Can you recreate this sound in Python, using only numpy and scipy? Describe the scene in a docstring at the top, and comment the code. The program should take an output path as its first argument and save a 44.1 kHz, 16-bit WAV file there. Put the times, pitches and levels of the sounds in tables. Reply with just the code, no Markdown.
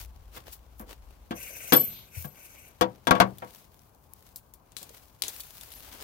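"""Outdoors at an open engine bay, over low traffic rumble and air hiss: gloves and cloth brush close by.
A steel prop rod is lifted: its dry pivot grates, it snaps out of its plastic clip and rings, swishes
through the air and knocks into the socket of the raised bonnet. Then clothing rustles, small hard parts
tick and rattle on the left and a buckle rings. Rod, panel and small parts are ringing resonators;
the panel's dense modes, ticks, cloth and air are shaped bands of noise."""
import sys
import numpy as np
from scipy import signal
from scipy.io import wavfile

SR = 44100
rng = np.random.default_rng(int(sys.argv[2]) if len(sys.argv) > 2 else 0)


def ratio(d):
    """dB to gain"""
    e = np.asarray(d, float) / 20
    return 10 ** e


def unload_wav(signal):
    """Save mono or channel-first audio to the path in sys.argv[1] as 16-bit WAV at rate SR, clipped to [-1, 1]."""
    wavfile.write(
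        sys.argv[1],
        SR,
        np.round(np.clip(np.atleast_2d(signal).T, -1, 1) * 32767).astype(np.int16),
    )


N = 266055


def rms_one(x):
    """Scale to unit rms."""
    return x / np.sqrt(np.mean(x ** 2) + 1e-20)


def in_time(rows):
    """Draw the columns of a timed table as curves, sample by sample."""
    time_s, *columns = np.transpose(rows)
    return [np.interp(np.arange(N) / SR, time_s, column) for column in columns]


def at_hz(points, hz):
    """Read a table on a log-frequency axis."""
    table_hz, value = np.array(points).T
    return np.interp(np.log(hz), np.log(table_hz), value)


def sides(pan_db):
    """Left and right gains, pan_db apart (positive is left), whose mean is one."""
    gain = ratio(np.multiply.outer([0.5, -0.5], pan_db))
    return 2 * gain / gain.sum(axis=0)


def drift(rate_hz):
    """Random wander of unit rms: noise through a two-pole lowpass, computed at every 40th sample."""
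    pole = np.exp(-2 * np.pi * rate_hz * 40 / SR)
    noise = rng.standard_normal(N // 40 + 2002)
    slow = signal.lfilter([1], [1, -2 * pole, pole * pole], noise)[2000:]
    return np.interp(np.arange(N) / 40, np.arange(len(slow)), rms_one(slow))


def clicks(start_s, sizes):
    """Stereo impulse train."""
    train = np.full((2, N), 1e-18)
    train[:, (np.asarray(start_s) * SR).astype(int)] = sizes
    return train


def dying(train, t60_s):
    """Each impulse falls away exponentially."""
    return signal.lfilter([1], [1, -ratio(-60 / (t60_s * SR))], train)


def ring(drive, hz, t60_s):
    """Resonator: a unit click sets off a dying sine that starts at height 1."""
    pole, angle = ratio(-60 / (t60_s * SR)), 2 * np.pi * hz / SR
    return signal.lfilter([0, np.sin(angle)], [1, -2 * pole * np.cos(angle), pole * pole], drive)


def bursts(start_s, sizes, t60_s):
    """Envelope: a sudden rise and an exponential fall of its own for each event."""
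    out = np.zeros((2, N))
    for s, size, t60 in zip(start_s, sizes.T, t60_s):
        i = int(s * SR)
        fall = ratio(-60 * np.arange(int(1.5 * t60 * SR)) / (t60 * SR))
        out[:, i:i + len(fall)] += np.outer(size, fall)[:, :N - i]
    return out


# How alike left and right are: pitch_hz, likeness (1 = identical)
LIKENESS = [(60, 1), (1500, 0.057), (15000, 0.022)]


def noise_bands():
    """Half-octave bands of stereo noise, flat per Hz; the bass is alike left and right."""
    edges_hz = 25 * 2 ** np.arange(0, 9.6, 0.5)
    white = rng.standard_normal((2, 2, N))
    for k, (low, high) in enumerate(zip(edges_hz, edges_hz[1:])):
        band = signal.butter(2, [low, high], "band", fs=SR, output="sos")
        mid, side = signal.sosfilt(band, white[k % 2])   # neighbouring bands use different noise
        hz = np.sqrt(low * high)
        alike = np.clip(at_hz(LIKENESS, hz), 0, 1)
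        yield hz, np.sqrt(1 + alike) * mid + np.sqrt(1 - alike) * side * [[1], [-1]]


# Modes of the free rod, some in close beating groups: pitch_hz
ROD_HZ = [2283, 3004, 3321, 4016, 4304, 5430, 7931, 7948, 8545, 9750, 11745, 12106, 12133, 12159, 13808]
# The same modes in the same order: relative level_db, t60_s
ROD_MODES = [(-43.5, .3), (-41.5, 0.39), (-35.5, 0.3), (-46.5, 0.3), (-44, 0.32), (-34.5, 0.22),
             (-28, 0.21), (-27.5, 0.24), (-27, 0.066), (-29.5, 0.15), (-31.5, 0.34), (-13.5, 0.15),
             (-14.5, 0.38), (-11, 0.23), (-25, .09)]
# Weaker modes of rod and bracket: pitch_hz
ROD_HAZE_HZ = [2627, 3575, 3709, 4624, 4753, 4926, 5308, 5986, 7000, 10120, 10950, 13350, 14700]
# Blows that set the rod ringing: start_s, relative level_db
ROD_BLOWS = [(1.733, 4.5), (2.25, -32), (5.72, -29.5)]


def rod():
    start_s, blow_db = np.transpose(ROD_BLOWS)
    modes = [(hz, db, t60) for hz, (db, t60) in zip(ROD_HZ, ROD_MODES)]
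    for hz in ROD_HAZE_HZ:   # the higher, the stronger and shorter
        modes.append((hz, -47 + 6.5 * np.log2(hz / 4000), 0.23 * np.sqrt(4000 / hz)))
    rung = 0
    for hz, db, t60 in modes:
        waver = ratio(2.2 * np.stack([drift(23), drift(25)]))
        blows = clicks(start_s, ratio(blow_db + db + 0.5) * sides(7)[:, None])
        rung = rung + waver * ring(blows, hz, t60)
    grip = bursts(start_s, np.full((2, len(start_s)), 0.75), np.full(len(start_s), 0.2))
    left, right = (1 - np.clip(grip, 0, 1)) * rung
    return np.stack([left, np.roll(right, 1)])   # the rod reaches the right side one sample later still


# Rod and bracket resonances excited by the pivot: pitch_hz, width_hz, relative level_db
PIVOT = [(600, 280, -4.5), (1530, 120, -3.5), (2284, 400, -2.5), (2620, 620, -3), (6190, 700, -3.5),
         (8200, 1700, -12.5), (11900, 1900, -5.5), (13600, 9500, -8)]
# Loudness of the rod turning in its pivot: time_s, level_db
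SWING = [(1.325, -80), (1.365, -44), (1.72, -41), (1.9, -49), (2.1, -61.5), (2.16, -45), (2.3, -64.5),
         (2.4, -52), (2.68, -53), (2.82, -81)]


def pivot():
    """Uneven stick-slip grains excite the rod and bracket, coming, going and wandering in pitch."""
    grains = rng.standard_normal((2, N)) * ratio(1.6 * drift(80))
    grains[1] = 0.5 * grains[0] + 0.97 * grains[1]
    rung = 0
    for hz, width_hz, db in PIVOT:
        t60_s = 2.2 / width_hz
        narrow = ring(ring(grains, hz, t60_s), hz, t60_s)   # twice, for steep skirts
        read = np.cumsum(1 + 0.013 * drift(10)) % (N - 1)   # uneven reading speed bends the pitch
        bent = np.stack([np.interp(read, np.arange(N), side) for side in narrow])
        rung = rung + ratio(db + 2.8 * drift(25)) * np.sqrt(width_hz) * rms_one(bent)
    return ratio(in_time(SWING)[0]) * rms_one(rung) * sides([6.0])


def swish():
    """A band of air noise swells and fades as the rod is swung."""
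    peak_s, spread_s, level_db = 1.966, 0.06, -52.5
    band = signal.butter(2, (2900, 4500), "band", fs=SR, output="sos")
    air = rms_one(signal.sosfilt(band, rng.standard_normal((2, N))))
    return ratio(level_db) * np.exp(-0.5 * ((np.arange(N) / SR - peak_s) / spread_s) ** 2) * air


# relative level_db, edge_db (added treble, full from 5 kHz), pan_db (positive is left),
# favoured_hz, contact_s
KNOCKS = [(0.3698, -44.5, 10, -1, 1900, 0.0067), (0.7986, -39.5, -39, 2, 477, 0.037),
          (1.3085, -27.5, 6, 2, 255, 0.022), (1.7228, -7.5, 13.5, 6.5, 306, 0.037),
          (2.2443, -40, -4, 9.5, 580, 0.014), (2.8106, -14.5, 11, 9, 558, 0.021),
          (3.0704, -17.5, 11, 8.5, 800, 0.016), (3.1093, -11, 6, 8, 712, 0.0099),
          (3.152, -23, 2, 9.5, 720, 0.031), (3.2011, -8.5, 8.5, 8, 931, 0.024),
          (3.4215, -32, -58, 6.5, 600, 0.018), (4.814, -49, 18, 0, 520, 0.02)]


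def knock_strength(hz):
    """Strength of every knock at one frequency: the struck spot favours nearby modes, edge sets the treble."""
    _, db, edge_db, pan_db, favoured_hz, _ = np.transpose(KNOCKS)
    favour_db = 5.5 * np.exp(-(np.log2(hz / favoured_hz) / 0.92) ** 2)   # 0.92 octaves wide
    treble_db = np.clip(np.log2(hz / 2500), 0, 1) * edge_db
    return ratio(db + favour_db + treble_db) * sides(pan_db)


def grinding(hz):
    """Contact force: a sharp first touch, then the parts grind together, the treble fading first."""
    out = np.zeros((2, N))
    for (start_s, *_, contact_s), size in zip(KNOCKS, knock_strength(hz).T):
        i, t = int(start_s * SR), np.arange(int(contact_s * SR)) / SR
        fade = (1 - 0.61 * t / contact_s) * np.exp(-t * hz / 160)
        touch = 1 + 1.3 * np.exp(-t / 0.001)
        out[:, i:i + len(t)] = np.outer(size, touch * fade) / np.sqrt(contact_s)
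    return out


# Strongest panel modes: pitch_hz, relative level_db, t60_s
PANEL = [(119, -14.5, 0.32), (192, -11.5, 0.26), (255, -10, .14), (326.3, -9.5, 0.15), (503, -10, 0.17),
         (712, -3.5, 0.082), (952, -11, 0.15), (1124, -3.5, 0.11), (1365, -8, 0.071), (1619, -0.5, 0.051),
         (2342, -9.5, 0.026), (2772, -13, 0.044), (3145, -13.5, 0.053), (3420, -9.5, 0.062)]


def panel_modes():
    """First touch and rough contact drive the strongest modes; the two sides hear them a little differently."""
    out, touch = 0, clicks(np.transpose(KNOCKS)[0], 4.2)
    for hz, db, t60_s in PANEL:
        rough = touch + rng.standard_normal(N) + 0.5 * rng.standard_normal((2, N))
        out = out + ring(grinding(hz) * rough + 1e-18, hz, t60_s) * ratio(db - 50)
    return out


# Dense upper modes of the panel: pitch_hz, relative level_db per Hz
PANEL_WASH = [(40, -41), (110, -11.5), (700, -2), (1600, -4.5), (3000, -11), (8500, -30), (13000, -21.5),
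              (16500, -28.5)]
# How fast they die: pitch_hz, t60_s
PANEL_DECAY = [(80, 0.78), (250, 0.27), (1470, .12), (10200, 0.029)]


def knock_wash(hz):
    """Envelope of the contact's own crack and of the panel's dense modes, dying treble first."""
    force = grinding(hz) ** 2
    modes = dying(force + 1e-18, at_hz(PANEL_DECAY, hz) / 2)   # power: half the time constant
    crack = ratio(48.5) * force
    return ratio(at_hz(PANEL_WASH, hz) - 44) * np.sqrt(modes + crack)


# A whole part gives under a push: start_s, relative level_db, pitch_hz
THUDS = [(0.8009, -40, 214), (1.3079, -29, 225), (1.727, -15, 275), (2.167, -33, 82.3), (2.247, -35.5, 146),
         (3.202, -38, 119), (4.905, -48, 450)]


def thuds():
    """The whole part gives under the soft push: low cycles swell and die, panned like the knocks."""
    out, start = np.zeros((2, N)), np.arange(SR // 2) == 0
    knock_s, _, _, knock_pan_db, _, _ = np.transpose(KNOCKS)
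    for start_s, db, hz in THUDS:
        push = ring(start * ratio(db + 5), hz, 20.5 / hz)
        soft = ring(push, 1.47 * hz, 11 / hz) * hz / SR * 4   # a second, looser stage softens the start
        i = int(start_s * SR)
        out[:, i:i + len(soft)] += sides([np.interp(start_s, knock_s, knock_pan_db)]) * soft
    return out


# Small hard ticks of gloves, zips and plastic: start_s, relative level_db,
# brightness_db per octave, pan_db (positive is left), t60_s (held to 0.3 at most)
TICKS = [(3.384, -41.5, 7.5, 11, 0.044), (3.793, -43, -3, 16, 0.015), (4.1356, -50.5, 13, 34, 0.012),
         (4.3597, -37.5, 9, 5.5, 0.11), (4.5381, -47.5, 9, 7, 0.094), (4.72, -39, -2, 9.5, 0.047),
         (4.7672, -22.5, -2, 12, 0.21), (4.829, -31, 3, 4, 0.06), (4.893, -32, -4, 8, 0.032),
         (5.221, -8.5, -2, 12, 0.045), (5.237, -17.5, -4, 5.5, 0.27), (5.2815, -24.5, 5.5, 10, 0.06),
         (5.404, -24, 1.5, 5, 0.082), (5.611, -30, 0, 5, 0.051), (5.7189, -32.5, -4.5, 7, 0.34),
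         (6.01, -31.5, -1, 5, 0.13)]
# Their common spectrum: pitch_hz, relative level_db per Hz
TICK_SPECTRUM = [(200, -29.5), (2300, -23.5), (3400, -6), (4900, -15.5), (7000, -9), (11000, -10),
                 (16500, -12.5)]


def tick_envelope(hz, chatter):
    """A sudden snap, then an uneven tail that dies at its own pace; brightness tilts about 4 kHz."""
    start_s, db, bright_db, pan_db, t60_s = np.transpose(TICKS)
    tilt_db = bright_db * np.log2(max(hz, 500) / 4000)
    size = ratio(db - 6.5 + tilt_db + at_hz(TICK_SPECTRUM, hz)) * sides(pan_db)
    tail = chatter * bursts(start_s, size, np.clip(t60_s, 0.004, 0.3))
    snap = bursts(start_s, size * ratio(11), np.full(len(start_s), 0.0035))   # 11 dB over the tail
    return tail + snap


def rattle(shake):
    """Loose small metal parts: uneven tiny contacts, each ringing briefly at one of twelve pitches."""
    contacts_per_s, level_db, t60_cycles = 600, -2, 60
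    struck = rng.random(N) < contacts_per_s / SR
    hits = shake * ratio(level_db + 2.4 * rng.standard_normal(N)) * struck
    dealt = rng.integers(0, 12, N)   # which part each contact strikes
    out = 0
    for k, hz in enumerate(np.geomspace(3500, 13500, 12)):
        out = out + ring(hits * (dealt == k) + 1e-18, hz, t60_cycles / hz)
    return out


# Strokes of a small buckle: start_s, level_db
TINKS = [(5.721, -49), (5.776, -50)]


def buckle():
    """A small buckle rings at a single high pitch."""
    start_s, db = np.transpose(TINKS)
    return ring(clicks(start_s, ratio(db)), 10550, 0.13)


# Glove or sleeve brushes: start_s, hold_s, relative level_db, brightness_db per octave
BRUSHES = [(0., 0.013, -45, 2), (0.35, 0.026, -50, 0), (0.474, 0.016, -52, -1), (0.531, 0.0029, -49, 4.5),
           (0.8, 0.0072, -56, 8), (0.908, 0.0046, -49.5, -1), (2.19, 0.061, -51, 7),
           (3.52, 0.062, -59.5, 2.5), (4.813, 0.2, -58.5, 1), (5.268, 0.035, -47, 0.5)]
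# Rising and falling rustle of clothing: time_s, relative level_db, brightness_db per octave
RUSTLE = [(0, -69.5, -0.5), (2.9, -68.5, -1), (3.5, -62.5, 0.5), (4., -74, 3), (4.27, -63.5, 2),
          (4.5, -76, 2.5), (4.75, -73, -0.5), (5.02, -65, 3), (5.18, -69, 0.5), (5.3, -51, 3),
          (5.5, -55.5, 2.5), (6.03, -52.5, 0)]


def cloth_motion():
    """Each brush swells, holds and fades over the moving rustle; the loudest sets the brightness."""
    rise_s, fall_s, ease = 0.032, 0.044, 0.25   # time per 20 dB, plus the ease share of the hold
    t, (rustle_db, bright_db) = np.arange(N) / SR, in_time(RUSTLE)
    power = ratio(2 * rustle_db)
    tinted = power * bright_db
    for start_s, hold_s, db, brush_bright_db in BRUSHES:
        early = np.maximum(start_s - t, 0) / (rise_s + ease * hold_s)
        late = np.maximum(t - start_s - hold_s, 0) / (fall_s + ease * hold_s)
        brush = ratio(2 * (db - 20 * np.minimum(early + late, 10)))
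        power, tinted = power + brush, tinted + brush * brush_bright_db
    return 10 * np.log10(power) + 1.8 * drift(24), tinted / power


def fibres():
    """Fibres catch and let go: sparse random crackles, each dying fast, over a constant share."""
    caught = rng.random(N) < 60 / SR   # about 60 a second
    crackle = ratio(5.5 * np.minimum(rng.exponential(1, N), 3)) * caught
    return sides([5.0]) * (0.7 + 0.55 * dying(crackle, 0.008))


# Spectrum of rubbing cloth: pitch_hz, relative level_db per Hz
CLOTH = [(120, -24), (250, -2), (600, -3), (1500, -7), (3500, -8), (9000, -13), (12500, -13), (16500, -7)]


def cloth_envelope(hz, motion_db, bright_db, grain):
    """Friction noise in one band: movement sets its level, brightness tilts it about 6 kHz."""
    tilt_db = bright_db * np.log2(hz / 6000)
    return ratio(motion_db + at_hz(CLOTH, hz) + tilt_db + 13) * grain


# Loudness of the far traffic: time_s, level_db
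RUMBLE = [(0, -41), (.4, -53), (.65, -56), (.85, -49), (1.1, -51.5), (1.5, -60), (2.8, -77), (4., -74.5),
          (5.5, -63), (6.03, -56)]


def rumble():
    """Far engines: narrow low noise, nearly alike on both sides."""
    noise = rng.standard_normal(N) + 0.3 * rng.standard_normal((2, N))
    low = ring(ring(noise, 56, 0.17), 90, 0.01)
    return ratio(in_time(RUMBLE)[0]) * rms_one(low) * sides([4.0])


# Spectrum of the open air: pitch_hz, relative level_db per Hz
AIR = [(25, -3.5), (70, 5), (349, -10.5), (979, -9.5), (2400, -35), (12600, -36), (15200, -28.5),
       (16500, -54)]


def air_envelope(hz):
    """Background air in one band, wandering a little in level."""
    return ratio(at_hz(AIR, hz) - 45 + 1.1 * drift(21)) * sides([5.0])


def scene():
    """Mix all sources; the right microphone is farther from the metalwork and hears it later."""
    motion_db, bright_db = cloth_motion()
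    grain = fibres()
    chatter = ratio(1.5 * drift(140))   # unevenness of tails and contacts
    metal = panel_modes() + thuds() + rod() + pivot() + swish()
    out = rumble() + rattle(tick_envelope(7200, 0.94)) + buckle()   # the ticks shake the loose parts
    for hz, band in noise_bands():
        air = air_envelope(hz)
        cloth = cloth_envelope(hz, motion_db, bright_db, grain)
        out += band * np.sqrt(air ** 2 + cloth ** 2 + tick_envelope(hz, chatter) ** 2)
        metal += band * knock_wash(hz) * np.sqrt(chatter)
    # the metal sounds are thinned below about 65 Hz
    metal = signal.sosfilt(signal.butter(2, 65, "high", fs=SR, output="sos"), metal)
    return out + np.stack([metal[0], np.roll(metal[1], 18)])   # right lags by 18 samples


def low_pass(x):
    """Removes everything above the highest recorded frequency."""
    return signal.sosfilt(signal.butter(12, 17010, fs=SR, output="sos"), x)


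def record(dry):
    """The top is cut, small capsules lose the deepest bass, and the highest peaks clip."""
    x = signal.sosfilt(signal.cheby2(10, 45, 16600, fs=SR, output="sos"), dry)
    x = signal.sosfilt(signal.butter(2, 35, "high", fs=SR, output="sos"), x)
    return low_pass(np.clip(x, -1, 1))


dry = scene()
out = record(dry)
unload_wav(out)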